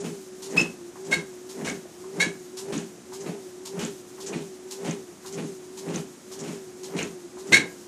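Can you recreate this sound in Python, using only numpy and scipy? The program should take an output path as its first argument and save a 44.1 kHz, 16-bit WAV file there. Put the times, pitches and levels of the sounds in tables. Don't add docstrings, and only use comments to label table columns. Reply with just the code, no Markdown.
import sys
import numpy as np
from scipy import signal
from scipy.fft import rfft, irfft
from scipy.io import wavfile
from scipy.ndimage import uniform_filter1d

SR = 44100
rng = np.random.default_rng(int(sys.argv[2]) if len(sys.argv) > 2 else 0)


def undo_db(level):
    steps = np.asarray(level, float) / 20
    return 10 ** steps


def file_out(sig):
    cols = np.atleast_2d(sig).T
    lim = np.clip(cols, -1, 1)
    pcm = np.round(lim * 32767).astype(np.int16)
    wavfile.write(sys.argv[1], SR, pcm)


N = 347301

# landing in seconds, sag in seconds, sag pitch in Hz.
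STRIDE_CYCLES = [(-.45, -0.196, 364), (0.086, 0.312, 369.4), (0.618, 0.848, 347), (1.168, 1.397, 362),
                 (1.686, 1.94, 354.7), (2.248, 2.47, 361.3), (2.766, 3.006, 354.9), (3.31, 3.544, 362.4),
                 (3.847, 4.068, 358.4), (4.377, 4.606, 366.7), (4.908, 5.141, 352.3), (5.428, 5.655, 365.4),
                 (5.969, 6.181, 354), (6.499, 6.757, 363.8), (7.031, 7.264, 349), (7.571, 7.822, 355.7),
                 (8.1, 8.35, 355)]
# start in seconds, hiss level in dB, knock level in dB, length in seconds.
SOLE_SLAPS = [(0.042, -29, -45.5, 0.023), (0.567, -17.5, -37.5, 0.045), (1.112, -17, -39.5, 0.03),
              (1.648, -20, -43, 0.052), (2.198, -19, -38.5, 0.043), (2.724, -25, -45.5, 0.066),
              (3.261, -39, -50.5, 0.047), (3.791, -23, -43, 0.073), (4.327, -33, -48, 0.074),
              (4.847, -26, -45, 0.073), (5.377, -36.5, -49, 0.055), (5.887, -36, -50.5, 0.048),
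              (5.94, -27.5, -45, 0.036), (6.435, -33, -53, 0.037), (6.4774, -32.5, -60, 0.098),
              (6.966, -23.5, -41, 0.074), (7.521, -15, -30, 0.041)]
# frequency in Hz, level in dB.
CRUNCH_SPECTRUM = [(300, -16.5), (450, 5), (600, -2.5), (900, -7.5), (1300, -14), (2000, -14.5),
                   (4000, -29)]
KNOCK_RISE_S = .004


def evened(x):
    return x / np.sqrt(np.mean(x ** 2) + 1e-20)


def read(points, hz):
    f, value = np.transpose(points)
    return np.interp(np.log(hz + 1), np.log(f + 1), value)


def add(mix, s, sound):
    part = mix[max(round(s * SR), 0):][:len(sound)]
    part += sound[:len(part)]


def coloured(x, spectrum):
    gain = undo_db(read(spectrum, np.fft.rfftfreq(len(x), 1 / SR)))
    return evened(irfft(rfft(x) * gain, len(x)))


def resonate(x, hz, width_hz):
    pole = np.exp((2j * np.pi * hz - np.pi * width_hz) / SR)
    return 2 * signal.lfilter([1 - abs(pole)], [1, -pole], x).real


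def wander(seconds):
    size = int(seconds * SR)
    return evened(uniform_filter1d(uniform_filter1d(rng.standard_normal(N), size), size))


def grit(per_s, spread_db):
    clicks = rng.standard_normal(N) * (rng.random(N) < per_s / SR)
    return clicks * undo_db(spread_db * np.minimum(rng.exponential(1, N), 4))


def tent(t, start, end, rise, fall):
    return -rise * np.maximum(start - t, 0) - fall * np.maximum(t - end, 0)


def rubs(events, spectrum, rise_s, fall_s, trim_db, grains_per_s=9000, spread_db=1.0):
    noise = coloured(grit(grains_per_s, spread_db), spectrum)
    drive, t = np.zeros(N), np.arange(8000) / SR
    for s, db, length in events:
        hold = np.minimum(t / rise_s, 1) * undo_db(-60 * np.minimum(t, length))
        fall = np.exp(-np.maximum(t - length, 0) / fall_s)
        add(drive, s - rise_s / 2, undo_db(db + trim_db) * hold * fall)
    return noise * drive


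def pings(events, t60_s, rise_s):
    out, t = np.zeros(N), np.arange(1500) / SR
    for s, db, hz in events:
        modes = sum(size * np.sin(2 * np.pi * hz * ratio * t)
                    for ratio, size in [(.93, 0.3), (1, 0.43), (1.1, 0.31)])
        add(out, s - rise_s, undo_db(db - 60 * t / t60_s) * (1 - np.exp(-t / rise_s)) * modes)
    return out


def bass_cut(x):
    return signal.sosfilt(signal.butter(3, 105, "high", fs=SR, output="sos"), x)


def room(x):
    # frequency in Hz, 60 dB decay time in seconds.
    decay = [(150, .45), (500, .35), (1650, .3), (2100, .21), (2600, .22), (4000, .22), (8000, .19)]
    echoes = np.zeros(SR // 2)
    at = np.arange(200, SR // 2 - 20, 20)
    echoes[at + rng.integers(0, 20, at.shape)] = rng.choice([-1., 1.], at.shape)
    hz, t, z = signal.stft(echoes, SR, nperseg=256)
    tail = signal.istft(z * undo_db(-60 * t / read(decay, hz)[:, None]), SR, nperseg=256)[1]
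    return signal.fftconvolve(x, tail / np.linalg.norm(tail))[:N]


def freed():
    surge_lag_s = .02
    turning_s = (np.array(STRIDE_CYCLES)[:, :2] + [surge_lag_s, 0]).ravel()
    return np.interp(np.arange(N) / SR, turning_s, 1 - np.arange(len(turning_s)) % 2)


def belt():
    # frequency in Hz, level in dB per Hz.
    floor = [(20, -44), (100, -23.5), (159, -17), (190, -12), (300, -12), (400, -16.5), (524, -22),
             (700, -23), (886, -26), (1500, -29), (2830, -32.5), (4600, -31.5), (6600, -26), (9500, -32.5),
             (12000, -37.5), (14900, -35)]
    level_db, swell_db, swell_power = -47, 4.5, 1.4
    noise = coloured(rng.standard_normal(N), floor)
    hiss = signal.sosfilt(signal.butter(2, 1800, "high", fs=SR, output="sos"), noise)
    swell = undo_db(-1.5 + swell_db * freed() ** swell_power + 1.04 * wander(0.038))
    return undo_db(level_db) * (noise + (swell - 1) * hiss)


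def motor():
    # time in seconds, depth in dB, half length in seconds.
    chokes = [
        (.94, -8, 0.036),
        (1.903, -5, 0.053),
        (3.025, -13, 0.057),
        (4.068, -5, 0.051),
        (5.19, -14, 0.037),
        (6.2, -14, 0.064),
        (7.301, -14, 0.029),
    ]
    surge_hz, recover_power, drop_power = 416.7, 1.3, 2.1
    whine_db, db_per_hz, pull_db = -35.5, 0.17, 1
    jolt_db, jolt_s, jolt_lead_s = -11.5, 0.032, 0.0044
    mode_hz, mode_width_hz, mode_db = 349, 3.1, 7.5

    t, (landing_s, sag_s, sag_hz) = np.arange(N) / SR, np.transpose(STRIDE_CYCLES)
    free = freed()
    slope = np.gradient(free)
    low_hz = np.interp(t, sag_s, sag_hz)
    surge = free ** np.where(slope > 0, recover_power, drop_power)
    hz = uniform_filter1d(low_hz + (surge_hz - low_hz) * surge, size=2500)
    turns = np.cumsum(hz + 0.72 * wander(.015)) / SR
    tone = np.sin(2 * np.pi * turns) + undo_db(-26.5) * np.sin(2 * 2 * np.pi * turns)

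    pull = uniform_filter1d(np.sign(slope), size=4000)
    change_db = sum(db * np.exp(-((t - s) / half) ** 2) for s, db, half in chokes)
    change_db += sum(jolt_db * np.exp(-((t - s + jolt_lead_s) / jolt_s) ** 2) for s in landing_s)
    change_db += mode_db * np.exp(-((hz - mode_hz) / mode_width_hz) ** 2)
    level_db = whine_db + db_per_hz * (hz - surge_hz) + pull_db * pull + change_db
    return np.sqrt(2) * undo_db(level_db + 2.2 * wander(0.015)) * tone


def ticks():
    # time in seconds, peak level in dB, pitch in Hz.
    loose = [
        (0.6135, -11.5, 6760),
        (1.699, -15.5, 6430),
        (2.7791, -16.5, 6480),
        (3.8496, -14, 6960),
        (4.9106, -15, 6540),
        (5.9593, -12, 6330),
        (7.0294, -12.5, 6650),
    ]
    return pings(loose, t60_s=.016, rise_s=.001)


def deck():
    # heel in seconds, flat in seconds, heel boom in dB,
    # flat boom in dB, crunch in dB.
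    landings = [(0.04, 0.095, -32.5, -32, -41.5), (0.565, 0.598, -25.5, -23.5, -30),
                (1.102, 1.176, -32, -32, -39), (1.606, 1.718, -32.5, -33.5, -36.5),
                (2.188, 2.27, -31.5, -31.5, -36), (2.71, 2.777, -33, -28, -37),
                (3.27, 3.305, -29.5, -33.5, -36.5), (3.774, 3.843, -32.5, -30, -37.5),
                (4.307, 4.36, -37.5, -27, -38.5), (4.848, 4.889, -35, -26.5, -35.5),
                (5.375, 5.44, -32, -31.5, -39), (5.884, 5.963, -31.5, -27, -36),
                (6.423, 6.503, -35.5, -32.5, -41), (6.944, 7.037, -30, -31.5, -36),
                (7.532, 7.62, -24, -32.5, -33)]
    # frequency in Hz, width in Hz, level in dB.
    deck_modes = [(165.5, 24.6, 0), (189, 23.3, -5), (228.4, 19.5, -0.5), (286.5, 30.6, -4.5),
                  (345, 18, -2), (107, 35, -29)]
    boom_rise_db_per_s, boom_fall_db_per_s, roll_dip_db_per_s = 345, 176, 50
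    crunch_rise_db_per_s, crunch_fall_db_per_s, crunch_sag_db_per_s = 218, 136, 46

    knocks = grit(500, 2.2)
    boom = evened(sum((-1) ** k * undo_db(db) * resonate(resonate(knocks, hz, w), hz, 2 * w)
                      for k, (hz, w, db) in enumerate(deck_modes)))
    boom /= np.sqrt(uniform_filter1d(boom ** 2, 3000) + 0.32)
    crunch = coloured(grit(3000, 0.78), CRUNCH_SPECTRUM)
    booming, crunching = np.zeros((2, N))
    for heel, flat, heel_db, flat_db, crunch_db in landings:
        t = np.arange(max(heel - .2, 0), flat + .3, 1 / SR)
        dip_db = roll_dip_db_per_s * np.maximum(np.minimum(t - heel, flat - t), 0)
        boom_db = np.interp(t, [heel, flat], [heel_db, flat_db]) - dip_db
        boom_db += tent(t, heel, flat, boom_rise_db_per_s, boom_fall_db_per_s)
        add(booming, t[0], undo_db(boom_db))
        sag_db = crunch_sag_db_per_s * np.clip(t - heel, 0, flat - heel)
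        edge_db = tent(t, heel, flat, crunch_rise_db_per_s, crunch_fall_db_per_s)
        add(crunching, t[0], undo_db(crunch_db - sag_db + edge_db))
    return bass_cut(booming * boom + undo_db(-2.5) * crunching * crunch)


def thuds():
    s, _, knock_db, length = np.transpose(SOLE_SLAPS)
    level_db = -38.5 + 0.54 * (knock_db + 41.5)
    return bass_cut(rubs(zip(s, level_db, length), CRUNCH_SPECTRUM, KNOCK_RISE_S, 0.023, 0.0,
                      grains_per_s=1500, spread_db=2.5))


def shoes():
    # start in seconds, level in dB, length in seconds.
    scuff_events = [(0.422, -31.5, 0.047), (1.493, -35, 0.028), (2.1394, -56, 0.041), (2.5714, -29, 0.035),
                    (3.1303, -33, 0.025), (3.6541, -29.5, 0.021), (4.2022, -33.5, 0.037),
                    (4.7087, -29.5, 0.031), (5.259, -33.5, 0.027), (5.7738, -32, 0.02),
                    (6.317, -33.5, 0.031), (6.8329, -31.5, 0.025), (7.387, -37.5, 0.023)]
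    # start in seconds, level in dB, length in seconds.
    drag_events = [
        (0.0014, -34, 0.016),
        (0.5, -36, 0.029),
        (1.048, -37.5, 0.029),
        (3.2026, -35, 0.022),
        (4.2625, -28.5, 0.029),
        (5.323, -32.5, 0.028),
        (6.3899, -31.5, 0.025),
        (7.4689, -38, 0.037),
    ]
    # start in seconds, level in dB, length in seconds.
    tap_events = [
        (0.956, -39.5, 0.013),
        (1.856, -60, 0.012),
        (2.038, -40.5, 0.0075),
        (3.12, -35.5, 0.01),
        (4.179, -38, 0.013),
        (5.247, -36.5, 0.013),
        (6.312, -38, 0.0084),
        (7.37, -37, 0.011),
    ]
    # frequency in Hz, level in dB.
    scuff_spectrum = [(290, -22), (500, -34), (529, -24), (934, 0), (1290, -12.5), (2420, -10.5),
                      (3760, -3), (6920, 0), (13700, -15.5), (14900, -30)]
    drag_spectrum = [(2500, -18), (4500, -15), (6000, -7.5), (7000, -4.5), (8500, -13.5), (12000, -34)]
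    slap_spectrum = [(3000, -3), (4500, -9.5), (5500, -3.5), (6800, -2), (9000, -8), (11500, -21.5),
                     (14900, -17)]
    knock_spectrum = [(700, -4.5), (1100, -3.5), (1700, -9), (2500, 1), (3400, -3), (4500, -5), (7000, -43)]
    tap_spectrum = [(500, -11), (800, -2), (1080, 0), (1400, -9), (2000, -15), (3500, -39)]

    s, hiss_db, knock_db, length = np.transpose(SOLE_SLAPS)
    slaps = rubs(zip(s, hiss_db, length), slap_spectrum, 0.0068, 0.03, -14)
    knocks = rubs(zip(s, knock_db, length), knock_spectrum, KNOCK_RISE_S, 0.03, 1.55,
                  grains_per_s=1300, spread_db=2.0)
    scuffs = rubs(scuff_events, scuff_spectrum, .007, 0.022, -8.5)
    drags = rubs(drag_events, drag_spectrum, 0.0052, 0.011, -9)
    taps = rubs(tap_events, tap_spectrum, 0.0041, 0.016, -8.0)
    return slaps + knocks + scuffs + drags + taps


def catches():
    # time in seconds, peak level in dB, pitch in Hz.
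    grabs = [
        (1.857, -30.5, 604),
        (2.761, -30, 3690),
        (4.331, -24, 2460),
        (4.341, -23.5, 1987),
        (4.853, -25, 761),
        (4.908, -25.5, 2227),
        (5.38, -31, 2450),
        (6.988, -18, 2560),
        (7.006, -22, 2767),
        (7.022, -24, 2640),
    ]
    return pings(grabs, t60_s=0.041, rise_s=0.00196)


def squeak(start, end, first_hz, last_hz, rough):
    # time in seconds, level in dB, tilt in dB per octave.
    grips = [(.582, -10, 5.5), (.59, -21, 6), (0.604, -13.5, 3), (1.129, -14, -3), (1.142, -18, 7),
             (1.678, -25.5, -10), (1.699, -29.5, -4), (2.207, -14.5, 4), (2.217, -18, 9),
             (2.228, -13.5, 2.5), (6.99, -30, 10), (7.015, -30, -13), (7.533, -5, 4.5), (7.544, -5, 5),
             (7.558, -22, 8), (7.57, -13, 5)]
    # frequency in Hz, level in dB.
    sole = [(400, -35), (1100, -24), (1620, -4.5), (2150, 3), (2600, -15), (2850, -24), (3350, -19),
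            (3800, -12.5), (4400, -15), (4950, -44), (5500, -23), (6400, -24.5), (7600, -27), (11000, -44)]
    grip_rise_db_per_s, grip_fall_db_per_s, settle_s = 1797, 1093, .029

    t, (s, db, tilt) = np.arange(start, end, 1 / SR), np.transpose(grips)[..., None]
    level_db = (db + tent(t, s, s, grip_rise_db_per_s, grip_fall_db_per_s)).max(0)
    tilt_db = np.interp(t, s[:, 0], tilt[:, 0])
    glide = np.sin(np.pi / 2 * np.minimum((t - start) / settle_s, 1)) ** 2
    hz = first_hz + (last_hz - first_hz) * glide
    shake = evened(uniform_filter1d(rng.standard_normal(len(t)), 120))
    turns = np.cumsum(hz * (1 + .11 * rough * shake)) / SR

    k = np.arange(1, 28)[:, None]
    heights = undo_db(read(sole, k * hz) + tilt_db * np.log2(k * hz / 2150))
    heights = heights * (k * hz < np.where(hz > 1000, 7000, 12000))
    slips = (heights * np.cos(2 * np.pi * (k * turns + rng.random(k.shape)))).sum(0)
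    slips /= np.sqrt((heights ** 2).sum(0) / 2)
    hiss = coloured(rng.standard_normal(len(t)), sole)
    mix = (1 - rough) * slips + rough * hiss
    flutter_db = 0.51 * evened(uniform_filter1d(rng.standard_normal(len(t)), 150))
    return undo_db(level_db + flutter_db) * mix * signal.windows.tukey(len(t), .15)


def squeaks():
    # start in seconds, end in seconds, first and last slips per second, roughness 0 to 1.
    slides = [
        (.568, .606, 2545, 2625, .07),
        (1.115, 1.148, 536, 542, .14),
        (1.668, 1.71, 553, 556, .3),
        (2.198, 2.25, 540, 561, .16),
        (6.978, 7.035, 625, 545, .5),
        (7.521, 7.58, 508, 553, .23),
    ]
    out = np.zeros(N)
    for row in slides:
        add(out, row[0], squeak(*row))
    return out


def scene():
    tick = ticks()
    near = squeaks() + shoes() + catches()
    tail = undo_db(-6.5) * room(near + 0.3 * tick)
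    mono = near + tick + tail + deck() + motor() + belt() + thuds()
    return np.array([mono, mono])


def starved(x):
    # frequency in Hz, height over the usual level in dB.
    bar_db = [(8000, -30), (9800, -10), (11000, -2), (12000, 1), (13500, 3), (14600, 5.5)]
    lead = 184
    frame = dict(window="cosine", nperseg=2048, noverlap=1024)
    hz, t, z = signal.stft(np.pad(x, (lead, 0)), SR, **frame)
    usual = uniform_filter1d(np.median(abs(z), 1), size=31)[:, None]
    loud_db = 10 * np.log10((abs(z[hz < 3000]) ** 2).sum(0) + 1e-12)
    raise_db = .85 * np.clip(loud_db - np.median(loud_db), -3, 14)
    bar = usual * undo_db(read(bar_db, hz)[:, None] + raise_db)
    kept = z * ((abs(z) > bar) | (hz[:, None] < 8000))
    return signal.istft(kept, SR, **frame)[1][lead:lead + N]


def low_pass(x):
    return signal.sosfilt(signal.butter(12, 15050, fs=SR, output="sos"), x)


def record(dry):
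    mono = signal.sosfilt(signal.butter(2, 45, "high", fs=SR, output="sos"), dry[0])
    mono = 1.3 * np.tanh(mono / 1.3).clip(-.7, .7)
    edge = signal.firwin(401, 14650, window=("kaiser", 9), fs=SR)
    mono = starved(signal.oaconvolve(mono, edge, "same"))
    return low_pass(np.array([mono, mono]))


dry = scene()
out = record(dry)
file_out(out)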